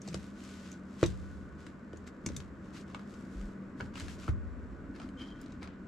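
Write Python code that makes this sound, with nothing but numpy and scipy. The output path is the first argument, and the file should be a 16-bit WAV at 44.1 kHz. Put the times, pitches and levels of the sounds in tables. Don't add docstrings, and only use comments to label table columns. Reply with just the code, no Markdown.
import sys
import numpy as np
from scipy import signal
from scipy.fft import rfft, irfft
from scipy.io import wavfile

SR = 44100
rng = np.random.default_rng(int(sys.argv[2]) if len(sys.argv) > 2 else 0)


def output_pcm(signal):
    pcm = np.clip(np.atleast_2d(signal).T, -1, 1) * 32767
    wavfile.write(sys.argv[1], SR, np.round(pcm).astype(np.int16))


N = 258981
T = np.arange(N) / SR

# (start [s], length [s], level [dB], treble slope [dB per octave])
STROKES = [(0, 0.39, -59.5, -1.5), (0.325, 0.52, -58, -1.7), (0.622, 0.16, -60, -4), (0.82, 0.78, -66, -1),
           (0.979, 0.18, -54, -2), (1.566, 0.2, -65.5, -3), (1.906, 0.22, -73, -3.5),
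           (2.061, 0.044, -60, -2), (2.233, 0.29, -63.5, -2.5), (2.605, 0.24, -70, -2),
           (2.724, 0.13, -56.5, -2), (2.845, 0.27, -65.5, -4), (3.037, 0.34, -67.5, 0),
           (3.265, 0.33, -67, 0), (3.764, 0.16, -64, -2), (3.941, 0.18, -53, -2), (4.078, 0.11, -56, -0.5),
           (4.168, 0.18, -58, -2), (4.94, 0.2, -68, -2.5), (5.164, 0.18, -59.5, -6.5),
           (5.333, 0.31, -66, -6), (5.614, 0.2, -64.5, -15)]
# (frequency [Hz], level [dB])
RUB_TONE = [(300, -11), (800, -2.5), (1300, 1), (2000, 2), (2800, 1.5), (3700, 0.5), (4700, 0),
            (6000, -0.5), (7600, -1), (8800, -8.5), (12000, -13.5), (15000, -34)]
# (time [s], level [dB], brightness [dB], note of the struck spot [Hz])
TAPS = [(0.13, -38, 3, 2300), (0.143, -24.5, -3, 1170), (1.029, -19.5, -8, 1390), (1.666, -35.5, -5, 1220),
        (1.931, -38, -14, 1480), (2.288, -32, -8, 5800), (2.402, -34.5, -7, 3600),
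        (2.946, -25.5, -23, 1260), (2.993, -35.5, -28, 1330), (3.14, -45, 1, 4830),
        (3.412, -42.5, -3, 1500), (3.802, -26, -48, 1440), (3.807, -22.5, -22.5, 1480),
        (3.94, -40, -13, 1500), (3.955, -31.5, -19, 2880), (3.972, -33.5, -16, 2370),
        (3.978, -35, -15, 2700), (3.998, -30, 8, 1930), (4.005, -29, -13, 1590), (4.082, -32, -9, 1570),
        (4.097, -40, -6, 3200), (4.233, -39.5, -12, 2600), (4.189, -45, 1, 1500), (4.279, -24.5, -38, 1510),
        (4.286, -36, -27, 1700), (4.29, -34.5, -8, 2280), (4.999, -33, -22, 1590),
        (5.016, -36.5, -17, 1210), (5.089, -44.5, -6, 1220), (5.461, -45, -6, 3980),
        (5.622, -34, -34, 1300), (5.629, -32, -10, 2270), (5.674, -35, -30, 1110)]
# (frequency [Hz], level [dB])
COVER_TONE = [(150, -22), (400, -27), (620, -5), (820, -0.5), (1050, 1.5), (1550, 1), (1900, -2),
              (2700, -3.5), (4000, -8), (7500, -14), (9500, -24), (15000, -54)]
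# (time [s], level [dB], ping pitch [Hz], ping level [dB], slope [dB per octave])
CLICKS = [(0.017, -41.5, 5940, -25, 4), (0.0758, -39, 4400, -1, -0.5), (0.0855, -37, 6660, -6, 0),
          (0.716, -42, 6650, -9, 6), (0.727, -45.5, 7400, -14, 1), (1.0372, -24, 3770, -4, -7),
          (1.0609, -30.5, 3670, -3, 5), (1.6132, -54, 4630, -7, -5), (1.971, -50.5, 6700, -9, 0),
          (2.0746, -40.5, 7570, -8, -4), (2.2618, -23.5, 6470, -15, 0), (2.273, -47, 7400, -14, -6),
          (2.3647, -29, 3560, -7.5, 6), (5.4138, -48, 5100, -4, 30), (5.5208, -48, 3880, -8, -4)]
# (frequency [Hz], level [dB])
METAL_TONE = [(500, -17), (1000, -6), (1700, -6), (2200, 0), (3000, -11.5), (3650, -6), (4400, -7.5),
              (5300, -4.5), (6300, 1.5), (7700, -6), (9000, -17), (12000, -28), (16000, -53)]
# (pitch [Hz], level [dB], time to fade by 60 dB [s])
RING_NOTES = [(3190, -16, 0.067), (3730, -4, 0.14), (4480, 15, 0.14), (6470, -4, 0.22), (6800, -8, .15),
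              (7800, -6, 0.3)]
# (time [s], strength [dB], contact time [ms])
BUMPS = [(0.081, -36, 0.74), (0.1431, -32.5, 0.11), (1.028, -11.5, 0.37), (1.045, -17, 1.1),
         (1.054, -24, 0.69), (1.073, -42, 1.2), (1.934, -34.5, 0.53), (2.2609, -25, 1.35),
         (2.301, -23.5, 1.6), (3.806, -61.5, 0.34), (3.821, -26, 1.9), (4.022, -12.5, 5),
         (4.279, -35, 0.98), (4.287, 1.5, 6.8)]
# (frequency [Hz], level [dB])
THUMP_TONE = [(30, -34.5), (60, -1.5), (115, 1), (160, -1.5), (215, -29.5), (290, 2), (365, 7), (480, 1.5),
              (650, -4), (780, -20.5), (1150, -7), (1500, -39), (1750, -14), (6000, -75)]
# (pitch [Hz], level [dB], time to fade by 60 dB [s])
DESK_NOTES = [(85.7, -47, 0.45), (112, -30, 0.077), (290, -45, 0.19), (349, -10, 0.09), (487, -12, 0.078),
              (613, -23.5, 0.052), (1480, -10, 0.018)]
# (time [s], level [dB], pitch [Hz])
KNOCKS = [(0.078, -36, 735), (0.144, -39, 78.6), (1.032, -24, 151), (1.04, -39, 392), (1.056, -27, 332),
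          (1.064, -33, 108), (2.2647, -24.5, 195), (2.264, -34, 318), (2.271, -32.5, 100),
          (2.282, -39, 230), (2.3055, -32.5, 195), (2.355, -37, 170), (2.372, -33, 147), (2.947, -41, 605),
          (3.804, -53, 790), (3.807, -33.5, 400), (3.816, -35.5, 114), (4.281, -28, 250), (4.292, -26, 82),
          (5.625, -35, 850), (5.626, -43, 81)]
# (start [s], length [s], level [dB])
CRACKLES = [(0.12, 0.064, -66), (2.757, 0.024, -56.5), (3.928, 0.076, -57.5), (4.065, 0.047, -62),
            (4.19, 0.13, -64), (4.942, 0.031, -58), (4.99, 0.1, -65.5), (5.177, 0.067, -61),
            (5.605, 0.06, -59.5)]
# (frequency [Hz], level [dB])
CRACKLE_TONE = [(500, -5), (1000, 6), (1400, 15.5), (1850, 10), (2300, 10.5), (2900, 0), (3600, 2.5),
                (5200, 1), (7500, -14), (9500, -13), (15000, -32)]
# (start [s], length [s], level [dB], pitch [Hz])
SHUDDERS = [(0.075, 0.18, -41, 178), (2.263, 0.069, -40.5, 307)]
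# (start [s], length [s], level [dB])
RUSTLES = [(4.981, 0.066, -55), (5.184, 0.063, -54), (5.228, 0.15, -61.5), (5.623, 0.027, -53),
           (5.648, 0.048, -59)]
# (frequency [Hz], level [dB])
PAPER_TONE = [(300, -8), (550, -2), (850, 3), (1200, 6), (1700, -9), (2400, -6), (3200, -9), (5000, -7),
              (8000, -24), (15000, -41)]
# (start [s], length [s], level [dB])
DRAGS = [(5.171, 0.052, -56), (5.203, 0.073, -51), (5.263, 0.095, -59.5), (5.34, 0.09, -67.5)]
# (pitch [Hz], width [Hz], level [dB])
STAND_NOTES = [(1520, 120, -9), (3110, 30, 0), (3200, 90, 1)]
# (time [s], level [dB])
ARM_LEVEL = [(0, -70), (2.3, -61), (3.2, -58), (3.9, -53), (4.6, -58), (5.05, -47), (5.87, -53.5)]
# (pitch [Hz], level [dB], time to fade by 60 dB [s])
SWAY_NOTES = [(57.2, -28, 1.63), (140, -17, 0.07), (288, -27, 0.36)]
# (time [s], level [dB])
FAN_LEVEL = [(0, -50.5), (1.2, -51), (1.8, -57.5), (2.5, -53.5), (3.4, -50), (4.1, -49), (4.7, -56.5),
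             (5.87, -53)]
# (pitch [Hz], level [dB])
FAN_NOTES = [(81, -60.5), (1475, -69), (1513, -78.5), (7500, -90)]
# (frequency [Hz], level [dB])
AIR_TONE = [(25, -11), (70, -17.5), (130, -4.5), (195, -5), (250, -2), (330, -6.5), (450, -12.5),
            (600, -15), (800, -25.5), (1100, -18.5), (1550, -20.5), (2200, -30), (3300, -44.5), (7600, -55),
            (9000, -59.5), (15000, -69)]
# (time [s], level [dB])
AIR_LEVEL = [(0, -50.5), (2.0, -50), (3.3, -48.5), (5.87, -50)]
# (frequency [Hz], likeness [0 to 1])
LIKENESS = [(60, 1), (130, 0.85), (290, 0.97), (640, 0.54), (1410, 0.62), (3100, 0.36), (6820, 0.6),
            (15000, 0.31)]
# (frequency [Hz], time to fade by 60 dB [s])
ROOM_FADE = [(100, 0.75), (250, 0.11), (600, 0.16), (1500, 0.11), (4000, 0.086), (10000, 0.1)]


def rubbing(slips_per_s=520, slip_db=-2, judder_db=-0.1, level_db=2.5, rest_db=-79, rest_slope=-2.5):
    powers = np.array([(amp(db) * stroke(s, length_s)) ** 2 for s, length_s, db, _ in STROKES])
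    resting = amp(rest_db) ** 2
    total = powers.sum(0) + resting
    slope_db = (np.array(STROKES)[:, 3] @ powers + rest_slope * resting) / total
    sizes = amp(4 * np.minimum(rng.exponential(1, N), 4)) * rng.choice([-1, 1], N)
    slips = sizes * chance(slips_per_s)
    middle, side = rng.standard_normal((2, N))
    friction = stereo(middle + amp(slip_db) * unit(slips), side)
    hz, t, spectrum = signal.stft(friction, SR, nperseg=512)
    treble_db = np.maximum(octaves(hz), 0)[:, None] * np.interp(t, T, slope_db)
    spectrum = spectrum * amp(at_hz(RUB_TONE, hz)[:, None] + treble_db)
    hiss = unit(signal.istft(spectrum, SR, nperseg=512)[1][:, :N])
    return hiss * np.sqrt(total) * amp(level_db + judder_db * band(25, 40))


def taps(crush_ms=1.8, crush=0.19, spot_db=2.5, spot_sharpness=5.6, level_db=7):
    out, t = np.zeros((2, N)), np.arange(4096) / SR
    age = 1000 * t / crush_ms
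    pressure = np.sqrt(age) * np.exp(-age)
    for (s, db, bright_db, hz), noise in zip(TAPS, rng.standard_normal((len(TAPS), 2, len(t)))):
        for side, sign in enumerate([1, -1]):
            grain = noise[0] + sign * .45 * noise[1]
            force = crush * grain * pressure
            force[pressure.argmax()] += 1
            tap = colour(force, COVER_TONE, slope_db=0.25 * (bright_db + 15))
            tap = tap + amp(spot_db) * signal.lfilter(*signal.iirpeak(hz, spot_sharpness, fs=SR), tap)
            add(out[side], s, amp(db + level_db) * tap / np.linalg.norm(tap))
    return out


def metal_clicks(chatter_s=0.00062, chatter_db=9.5, ping_fade_s=0.011, ring_db=-46):
    out, t = np.zeros(N), np.arange(8192) / SR
    dying = np.exp(-t / chatter_s)
    for (s, db, hz, ping_db, slope_db), noise in zip(CLICKS, rng.standard_normal((len(CLICKS), len(t)))):
        chatter = colour(noise * t * dying, METAL_TONE, slope_db)
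        chatter *= amp(chatter_db) / np.linalg.norm(chatter)
        tones = ring([(hz, ping_db, ping_fade_s)], t) + amp(ring_db) * ring(RING_NOTES, t)
        add(out, s, amp(db) * (chatter + tones * (1 - dying)))
    return out


def desk_thuds(travel_s=0.00098):
    t = np.arange(SR // 2) / SR
    thump = colour(1. * (t == 0), THUMP_TONE)
    desk = thump / abs(thump).max() + ring(DESK_NOTES, t)
    spread = np.exp(-4j * np.pi * travel_s * np.sqrt(1000 * np.fft.rfftfreq(SR, 1 / SR)))
    desk = irfft(rfft(desk, SR) * spread, SR)[:len(t)]
    return signal.fftconvolve(pushes(), desk)[:N]


def pushes():
    out, t = np.zeros(N), np.arange(SR // 10) / SR
    for s, db, contact_ms in BUMPS:
        age = 2000 * t / contact_ms
        push = age * np.exp(-age)
        add(out, s, amp(db) * push / push.sum())
    return out


def knocks(cycles=8.7, contact_s=0.00067):
    out, t = np.zeros(N), np.arange(SR // 8) / SR
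    for s, db, hz in KNOCKS:
        add(out, s, ring([(hz, db, cycles / hz)], t) * (1 - np.exp(-t / contact_s)))
    return out


def slap(start_s=4.2805, level_db=-43, start_hz=1400, fall_hz_per_s=18000, fade_s=0.045):
    t = np.clip(T - start_s, 0, 2 * fade_s)
    pitch_hz = start_hz * np.exp(-t * fall_hz_per_s / start_hz)
    note = np.sin(2 * np.pi * np.cumsum(pitch_hz) / SR)
    flutter = 1 + 0.7 * band(0, 350)
    return (t > 0) * amp(level_db - 60 * t / fade_s) * note * flutter


def crackles(snaps_per_s=1100):
    sizes = amp(3 * np.minimum(rng.exponential(1, N), 3)) * rng.choice([-1, 1], N)
    snaps = sizes * chance(snaps_per_s)
    bending = sum(amp(db) * np.sin(np.pi * np.clip((T - s) / length_s, 0, 1))
                  for s, length_s, db in CRACKLES)
    return bending * unit(colour(snaps, CRACKLE_TONE))


def edge_ticks(ticks_per_s=130, boost_db=11):
    sizes = effort(STROKES) * amp(boost_db) * rng.uniform(1, 2, N)
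    return colour(sizes * chance(ticks_per_s), COVER_TONE, slope_db=5)


def shelf_shudders(width_hz=45):
    return sum(amp(db) * band(hz, width_hz) * stroke(s, length_s) for s, length_s, db, hz in SHUDDERS)


def paper_rustles(grains_per_s=5000, clump_db=6.5):
    grains = rng.standard_normal(N) * chance(grains_per_s)
    clumps = amp(clump_db * band(0, 120))
    return unit(colour(grains * clumps, PAPER_TONE)) * effort(RUSTLES)


def paper_stand(slip_hz=105, slip_depth=0.37):
    slipping = 1 + slip_depth * band(slip_hz, 40)
    ringing = sum(amp(db) * band(hz, width_hz) for hz, width_hz, db in STAND_NOTES)
    return effort(DRAGS) * unit(slipping * ringing)


def air_puff(start_s=3.335, length_s=0.18, level_db=-37.5):
    return band(41.7, 27) * amp(level_db) * stroke(start_s, length_s)


def shifting_arms(lumps_db=2, deep_db=-5):
    deep = stereo(band(55, 60), band(55, 60))
    rustle = band(260, 80)
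    lumps = unit(amp(lumps_db * band(0, 31)))
    return (rustle + amp(deep_db) * deep) * amp(at_time(ARM_LEVEL)) * lumps


def microphone_sway():
    motion = signal.fftconvolve(pushes(), ring(SWAY_NOTES, T[:2 * SR]))[:N]
    return np.array([motion, -motion])


def furniture_rumble(rest_db=-73, bump_db=-43, fade_db_per_s=21):
    stirred = sum((T > s) * amp(bump_db + 0.5 * db - fade_db_per_s * abs(T - s)) ** 2
                  for s, db, _ in BUMPS)
    return stereo(band(72, 28), band(72, 28)) * np.sqrt(amp(rest_db) ** 2 + stirred)


def fan(main_hz=195, waver_hz=4.865, waver_db=2.5):
    faint = sum(amp(db) * band(hz, 5 + 200 * (hz / 7500) ** 2) for hz, db in FAN_NOTES)
    turns = np.cumsum(main_hz + waver_hz * band(0, 13.73)) / SR
    gain = amp(at_time(FAN_LEVEL) + waver_db * band(0, 28))
    return faint + np.sqrt(2) * np.sin(2 * np.pi * turns) * gain


def room_air():
    middle, side = (colour(noise, AIR_TONE) for noise in rng.standard_normal((2, N)))
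    return unit(stereo(middle, side)) * amp(at_time(AIR_LEVEL))


def room(x, tail_db, near_db, near_s=0.0019, apart=0.45):
    t = np.arange(SR // 2) / SR
    early, late = rng.standard_normal((2, 2, len(t))) * (rng.random((2, 2, len(t))) < .3)
    early = early[0] + apart * np.array([early[1], -early[1]])
    early *= np.exp(-t / near_s) * (t > .001)
    hz, frame_s, spectrum = signal.stft(late * (t > .006), SR, nperseg=256)
    fading = amp(-60 * frame_s / at_hz(ROOM_FADE, hz)[:, None])
    tail = signal.istft(spectrum * fading, SR, nperseg=256)[1][:, :len(t)]
    echoes = (amp(near_db) * unit(early) + amp(tail_db) * unit(tail)) / np.sqrt(len(t))
    return x + signal.fftconvolve(np.atleast_2d(x), echoes, axes=1)[:, :N]


def scattered(x, tail_db, near_db, spots=5, hops_per_s=100):
    spot = np.cumsum(chance(hops_per_s)) % spots
    return sum(room(x * (spot == k), tail_db, near_db) for k in range(spots))


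def from_left(x, lag_s=0.000009):
    delay = np.exp(-2j * np.pi * np.fft.rfftfreq(N, 1 / SR) * lag_s)
    return np.array([x[0], irfft(rfft(x[1]) * delay, N)])


def stroke(start_s, length_s, rise_share=0.23, fall_share=0.35, slowing_db=-8.5):
    progress = np.clip((T - start_s) / length_s, 0, 1)
    ramps = np.minimum(progress / rise_share, (1 - progress) / fall_share)
    return np.minimum(ramps, 1) * amp(slowing_db * progress)


def effort(strokes):
    return sum(amp(db) * stroke(s, length_s) for s, length_s, db, *_ in strokes)


def ring(notes, t):
    return sum(amp(db - 60 * t / fade_s) * np.sin(2 * np.pi * hz * t) for hz, db, fade_s in notes)


def chance(per_s):
    return rng.random(N) < per_s / SR


def band(hz, width_hz):
    f = np.fft.rfftfreq(N, 1 / SR)
    return unit(irfft(rfft(rng.standard_normal(N)) / (1 + ((f - hz) / width_hz) ** 2) ** 2, N))


def stereo(a, b):
    same = np.clip(at_hz(LIKENESS, np.fft.rfftfreq(N, 1 / SR)), 0, .99)
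    middle, side = rfft(a) * np.sqrt((1 + same) / 2), rfft(b) * np.sqrt((1 - same) / 2)
    return irfft(np.array([middle + side, middle - side]), N)


def colour(x, tone, slope_db=0, size=4096):
    hz = abs(np.fft.fftfreq(size, 1 / SR))
    log_gain = np.log(amp(at_hz(tone, hz) + slope_db * octaves(hz)))
    response = np.fft.ifft(np.exp(np.conj(signal.hilbert(log_gain)))).real
    return signal.fftconvolve(x, response[:size // 2])[:len(x)]


def octaves(hz):
    return np.log2(np.maximum(hz, 700) / 3000)


def at_hz(points, hz):
    f, value = np.transpose(points)
    return np.interp(np.log(hz + 1), np.log(f + 1), value)


def at_time(points):
    return np.interp(T, *np.transpose(points))


def amp(db):
    return 10 ** (np.asarray(db) / 20)


def unit(x):
    return x / np.sqrt(np.mean(x ** 2) + 1e-20)


def add(mix, s, sound):
    part = mix[max(round(s * SR), 0):][:len(sound)]
    part += sound[:len(part)]


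def scene():
    contacts = taps() + crackles() + edge_ticks() + paper_rustles() + slap()
    covers = scattered(contacts, tail_db=-4, near_db=-2)
    metal = scattered(metal_clicks(), tail_db=-5, near_db=0)
    handling = from_left(covers + metal + rubbing() + paper_stand())
    thuds = room(desk_thuds() + knocks(), tail_db=-13.5, near_db=-10)
    furniture = thuds + microphone_sway() + shelf_shudders() + shifting_arms()
    background = room_air() + fan() + furniture_rumble() + air_puff()
    return handling * amp([[.9], [-.9]]) + (furniture + background) * amp([[.3], [-.3]])


def record(dry, low_cut_hz=24, high_cut_hz=15400):
    dry = signal.sosfilt(signal.butter(2, low_cut_hz, "highpass", fs=SR, output="sos"), dry)
    treble_cut = signal.firwin(255, high_cut_hz, window=("kaiser", 9), fs=SR)
    return signal.oaconvolve(dry, treble_cut[None], "same")


dry = scene()
out = record(dry)
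output_pcm(out)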